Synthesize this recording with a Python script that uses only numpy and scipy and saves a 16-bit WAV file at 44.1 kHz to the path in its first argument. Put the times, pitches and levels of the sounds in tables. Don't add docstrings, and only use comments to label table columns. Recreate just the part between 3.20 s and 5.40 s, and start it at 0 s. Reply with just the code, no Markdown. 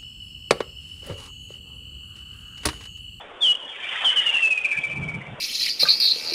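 import sys
import numpy as np
from scipy import signal
from scipy.fft import rfft, irfft, next_fast_len
from scipy.io import wavfile
from scipy.ndimage import uniform_filter1d, minimum_filter1d, map_coordinates

SR = 44100
rng = np.random.default_rng(int(sys.argv[2]) if len(sys.argv) > 2 else 0)


def generate_wav(sig):
    pcm = np.round(np.clip(np.atleast_2d(sig).T, -1, 1) * 32767).astype(np.int16)
    wavfile.write(sys.argv[1], SR, pcm)


N = 97020


def amp(db):
    return 10 ** (np.asarray(db) / 20)


def unit(x):
    return x / np.sqrt(np.mean(x ** 2) + 1e-20)


def clock():
    return np.arange(N) / SR


def level(times_s, db):
    t = clock()
    inside = ((t >= times_s[0]) & (t <= times_s[-1])).astype(float)
    return amp(np.interp(t, times_s, db)) * uniform_filter1d(inside, size=200)


def wobble(rate):
    knots = rng.standard_normal(size=8192)
    return unit(map_coordinates(knots, [clock() * rate], mode="wrap"))


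def filtered(x, response):
    size = next_fast_len(N + SR // 2)
    return irfft(rfft(x, size) * response(np.fft.rfftfreq(size, 1 / SR)), size)[:N]


def coloured(x, spectrum):
    points_hz, db = np.transpose(spectrum)
    return unit(filtered(x, lambda hz: amp(np.interp(np.log(hz + 1), np.log(points_hz), db))))


def noise(spectrum):
    return coloured(rng.standard_normal(N), spectrum)


def patchy_noise(spectrum, depth_db):
    cells = signal.stft(rng.standard_normal(N), nperseg=1024)[2]
    patches = uniform_filter1d(rng.standard_normal(cells.shape), size=4, axis=0)
    patches = unit(uniform_filter1d(patches, size=4, axis=1))
    mottled = signal.istft(cells * amp(depth_db * patches), nperseg=1024)[1][:N]
    return coloured(mottled, spectrum)


# frequency_hz, gain_db
AIR_SPECTRUM = [(25, -7), (70, -8), (140, -10), (280, -3.5), (550, 5.5), (1000, 0.5), (2000, -4.5),
                (3000, -2), (3550, -7), (3900, -25.5), (4500, -52.5)]
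# time_s, level_db
AIR_ENVELOPE = [(0, -42), (.2, -43), (0.601, -46), (1.4, -45.5), (2.2, -42.5)]


def air():
    gain = amp(np.interp(clock(), *np.transpose(AIR_ENVELOPE)))
    return gain * patchy_noise(AIR_SPECTRUM, depth_db=2.44)


def voice(hz, roughness, jitter_hz=16, waver_db=1.8):
    phase = 2 * np.pi * np.cumsum(hz + jitter_hz * wobble(rate=260)) / SR
    flutter = (wobble(rate=420) + 1j * wobble(rate=420)) / np.sqrt(2)
    tone = np.imag((1 + roughness * flutter) * np.exp(1j * phase))
    return unit(amp(waver_db * wobble(rate=190)) * tone)


def note(start_s, length_s, pitch_hz, fall_hz, db, roughness, attack_s=.017, release_s=.011):
    age = np.maximum(clock() - start_s, 0)
    rise = np.sin(np.pi / 2 * np.minimum(age / attack_s, 1)) ** 2
    decay = np.exp(-np.maximum(age - length_s, 0) / release_s)
    glide_hz = pitch_hz + fall_hz * np.exp(-3.33 * age / length_s)
    return amp(db) * rise * decay * voice(glide_hz, roughness)


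# start_s, length_s, pitch_hz, fall_hz, level_db, roughness
FAR_NOTES = [(0, 0.01, 3436, 60, -43, 0.4), (0.469, 0.056, 3230, 200, -39, 1.5),
             (0.58, 0.029, 1760, 60, -41.5, 0.49), (0.619, 0.042, 2350, 60, -32.5, 0.62),
             (1.515, 0.06, 1738, 50, -42, 1.6), (1.607, 0.013, 3330, 120, -40, 1.1),
             (1.669, .035, 2990, 60, -43.5, 1.8)]


def far_birds():
    return sum(note(*row) for row in FAR_NOTES)


# time_s, pitch_hz, level_db
WHISTLE_MAIN = [(.206, 3530, -39), (.219, 3572, -22), (.23, 3325, -15.5), (.241, 3347, -14),
                (.247, 3150, -11.5), (.257, 3170, -13), (.267, 2936, -15), (.275, 3088, -14),
                (.285, 2909, -16.5), (.317, 2927, -10), (.326, 2932, -37), (.34, 2953, -29),
                (.357, 2920, -35)]
# time_s, pitch_hz, level_db
WHISTLE_SECOND = [(.25, 3345, -19.5), (0.279, 3240, -37), (0.318, 3304, -28.5), (0.347, 3264, -49),
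                  (0.362, 3160, -39.5)]


def eagle_whistle():
    call = 0
    for contour in (WHISTLE_MAIN, WHISTLE_SECOND):
        times_s, hz, db = np.transpose(contour)
        call = call + level(times_s, db) * voice(np.interp(clock(), times_s, hz), roughness=.15)
    return call


# time_s, relative_level_db
SWISH_ENVELOPE = [(.42, -67), (.56, -41), (.66, -39), (.74, -33), (.79, -32), (.84, -32.5), (.9, -34.5),
                  (1.05, -33.5), (1.11, -35.5), (1.22, -38), (1.33, -48.5), (1.6, -50), (1.75, -54.5)]
# frequency_hz, gain_db
SWISH_SPECTRUM = [(400, -37.5), (680, -5.5), (1200, -3.5), (1800, 6), (2400, 8), (3000, 13), (3450, 10),
                  (3800, -4.5), (4200, -69)]


def water_swish(bubbles_per_s=330, decay_cycles=20, bubble_db=-1.5, gain_db=2):
    draws = rng.random(size=(2000, 3))[:int(bubbles_per_s * N / SR)]
    when, pitch, strength = draws.T[:, :, None]
    age = np.arange(SR // 20) / SR
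    hz = 900 * 4 ** pitch
    peak = (1 - .95 * strength) ** -.5
    rings = peak * np.exp(-hz * age / decay_cycles) * np.sin(2 * np.pi * hz * age)
    index = (when * N).astype(int) + np.arange(len(age))
    bubbles = coloured(np.bincount(index.ravel(), rings.ravel(), N)[:N], SWISH_SPECTRUM)
    spray = patchy_noise(SWISH_SPECTRUM, depth_db=2.5)
    return amp(gain_db) * level(*np.transpose(SWISH_ENVELOPE)) * (spray + amp(bubble_db) * bubbles)


# centre_s, half_length_s, level_db
GULP_PULSES = [(0.742, 0.023, -40.5), (0.851, 0.036, -31.5), (1.15, 0.036, -41)]
# frequency_hz, gain_db
GULP_SPECTRUM = [(200, -29), (450, -19), (720, 2.5), (1250, -3), (1700, -4.5), (3000, -50)]


def water_gulps():
    t = clock()
    pulses = sum(amp(db) * np.exp(-((t - centre) / half) ** 2) for centre, half, db in GULP_PULSES)
    return pulses * noise(GULP_SPECTRUM)


# start_s, length_s, pitch_hz, fall_hz, level_db, roughness, upper_voice_gain_db
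YELP_RUN = [(0.84, .056, 2978, 591, -14.5, 0.48, -15), (0.955, 0.042, 2895, 402, -14.5, 0.42, -15.5),
            (1.055, .048, 2795, 261.8, -17, 0.5, -22.5), (1.132, 0.0475, 2699, 280, -15, 0.3, -25),
            (1.218, .039, 2604, 260, -12, 0, -24), (1.297, 0.029, 2536, 221, -14.5, 0.17, -16),
            (1.366, 0.019, 2487, 210, -17.5, 0.22, -11.5), (1.435, .021, 2363, 380, -19, 0.37, -0.5),
            (1.501, .029, 2318, 335, -21, 0.26, -5), (1.562, 0.026, 2326, 270, -23.5, 0.3, -5),
            (1.629, .023, 2314, 190, -22, 0.2, -7), (1.691, 0.038, 2328, 70.6, -29, 0.22, -6.5),
            (1.751, 0.027, 2335, 70.7, -28.5, 0.3, -9.5), (1.81, .030, 2300, 70.8, -31.5, 0.37, -9.5),
            (1.87, 0.027, 2275, 90, -30, 0.3, -13), (1.925, 0.034, 2304, 59.4, -33, 0.5, -21),
            (1.998, .023, 2027, 280, -37, 0.9, -4.5), (2.052, 0.02, 2094, 100, -42, 0.71, -2)]


def eagle_yelps(beat_hz=198):
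    call = 0
    for start, length, hz, fall_hz, db, roughness, upper_db in YELP_RUN:
        lower = note(start, length, hz, fall_hz, db, roughness)
        upper = note(start, length, hz + beat_hz, fall_hz, db + upper_db, roughness)
        call = call + lower + upper
    return call


# time_s, level_db
WIND_ENVELOPE = [(1.55, -57.5), (1.596, -36), (1.63, -60.5), (1.70, -47.5), (1.788, -30), (1.881, -34),
                 (1.909, -40.5), (1.969, -34.5), (2.029, -46), (2.07, -48.5), (2.137, -35), (2.165, -60.5),
                 (2.2, -38)]
# frequency_hz, gain_db
WIND_SPECTRUM = [(25, -30), (60, -8), (110, -2), (160, 2), (230, -9.5), (400, -15.5), (700, -33),
                 (2000, -60)]


def wind():
    return level(*np.transpose(WIND_ENVELOPE)) * noise(WIND_SPECTRUM)


# delay_s, gain_db
BANK_ECHOES = [(.013, -24), (0.023, -17.5), (.037, -13), (.148, -27)]


def banks(x, scatter_t60_s=.066, scatter_db=-9, tail_t60_s=.93, tail_db=-18.5):
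    t = clock()
    heard = x + sum(amp(db) * np.interp(t - delay, t, x, left=0) for delay, db in BANK_ECHOES)
    for t60, db in ((scatter_t60_s, scatter_db), (tail_t60_s, tail_db)):
        response = rng.standard_normal(N) * amp(-60 * t / t60)
        heard = heard + amp(db) * signal.fftconvolve(x, response / np.linalg.norm(response))[:N]
    return heard


def scene():
    birds = banks(eagle_yelps() + eagle_whistle() + far_birds())
    return (birds + water_swish() + water_gulps() + air() + wind())[None]


def limiter(x, ceiling_db=-12, knee=4.3, window_s=.001):
    width = int(window_s * SR)
    needed_gain = (1 + np.abs(x / amp(ceiling_db)) ** knee) ** (-1 / knee)
    return x * uniform_filter1d(minimum_filter1d(needed_gain, width), width)


# frequency_hz, gain_db
HISS_SPECTRUM = [(30, 0), (4000, -0.5), (8500, -1), (9600, -3.5), (10300, -11.5), (10900, -24.5)]


def hiss(x, relative_db=-21.5, corner_hz=1980, window_s=.001):
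    treble = filtered(x, lambda hz: hz / np.hypot(hz, corner_hz))
    treble_rms = np.sqrt(np.abs(uniform_filter1d(treble ** 2, int(window_s * SR))))
    return amp(relative_db) * treble_rms * noise(HISS_SPECTRUM)


def record(dry):
    limited = limiter(dry[0])
    return filtered(limited + hiss(limited), lambda hz: hz < 11000)[None]


dry = scene()
out = record(dry)
generate_wav(out)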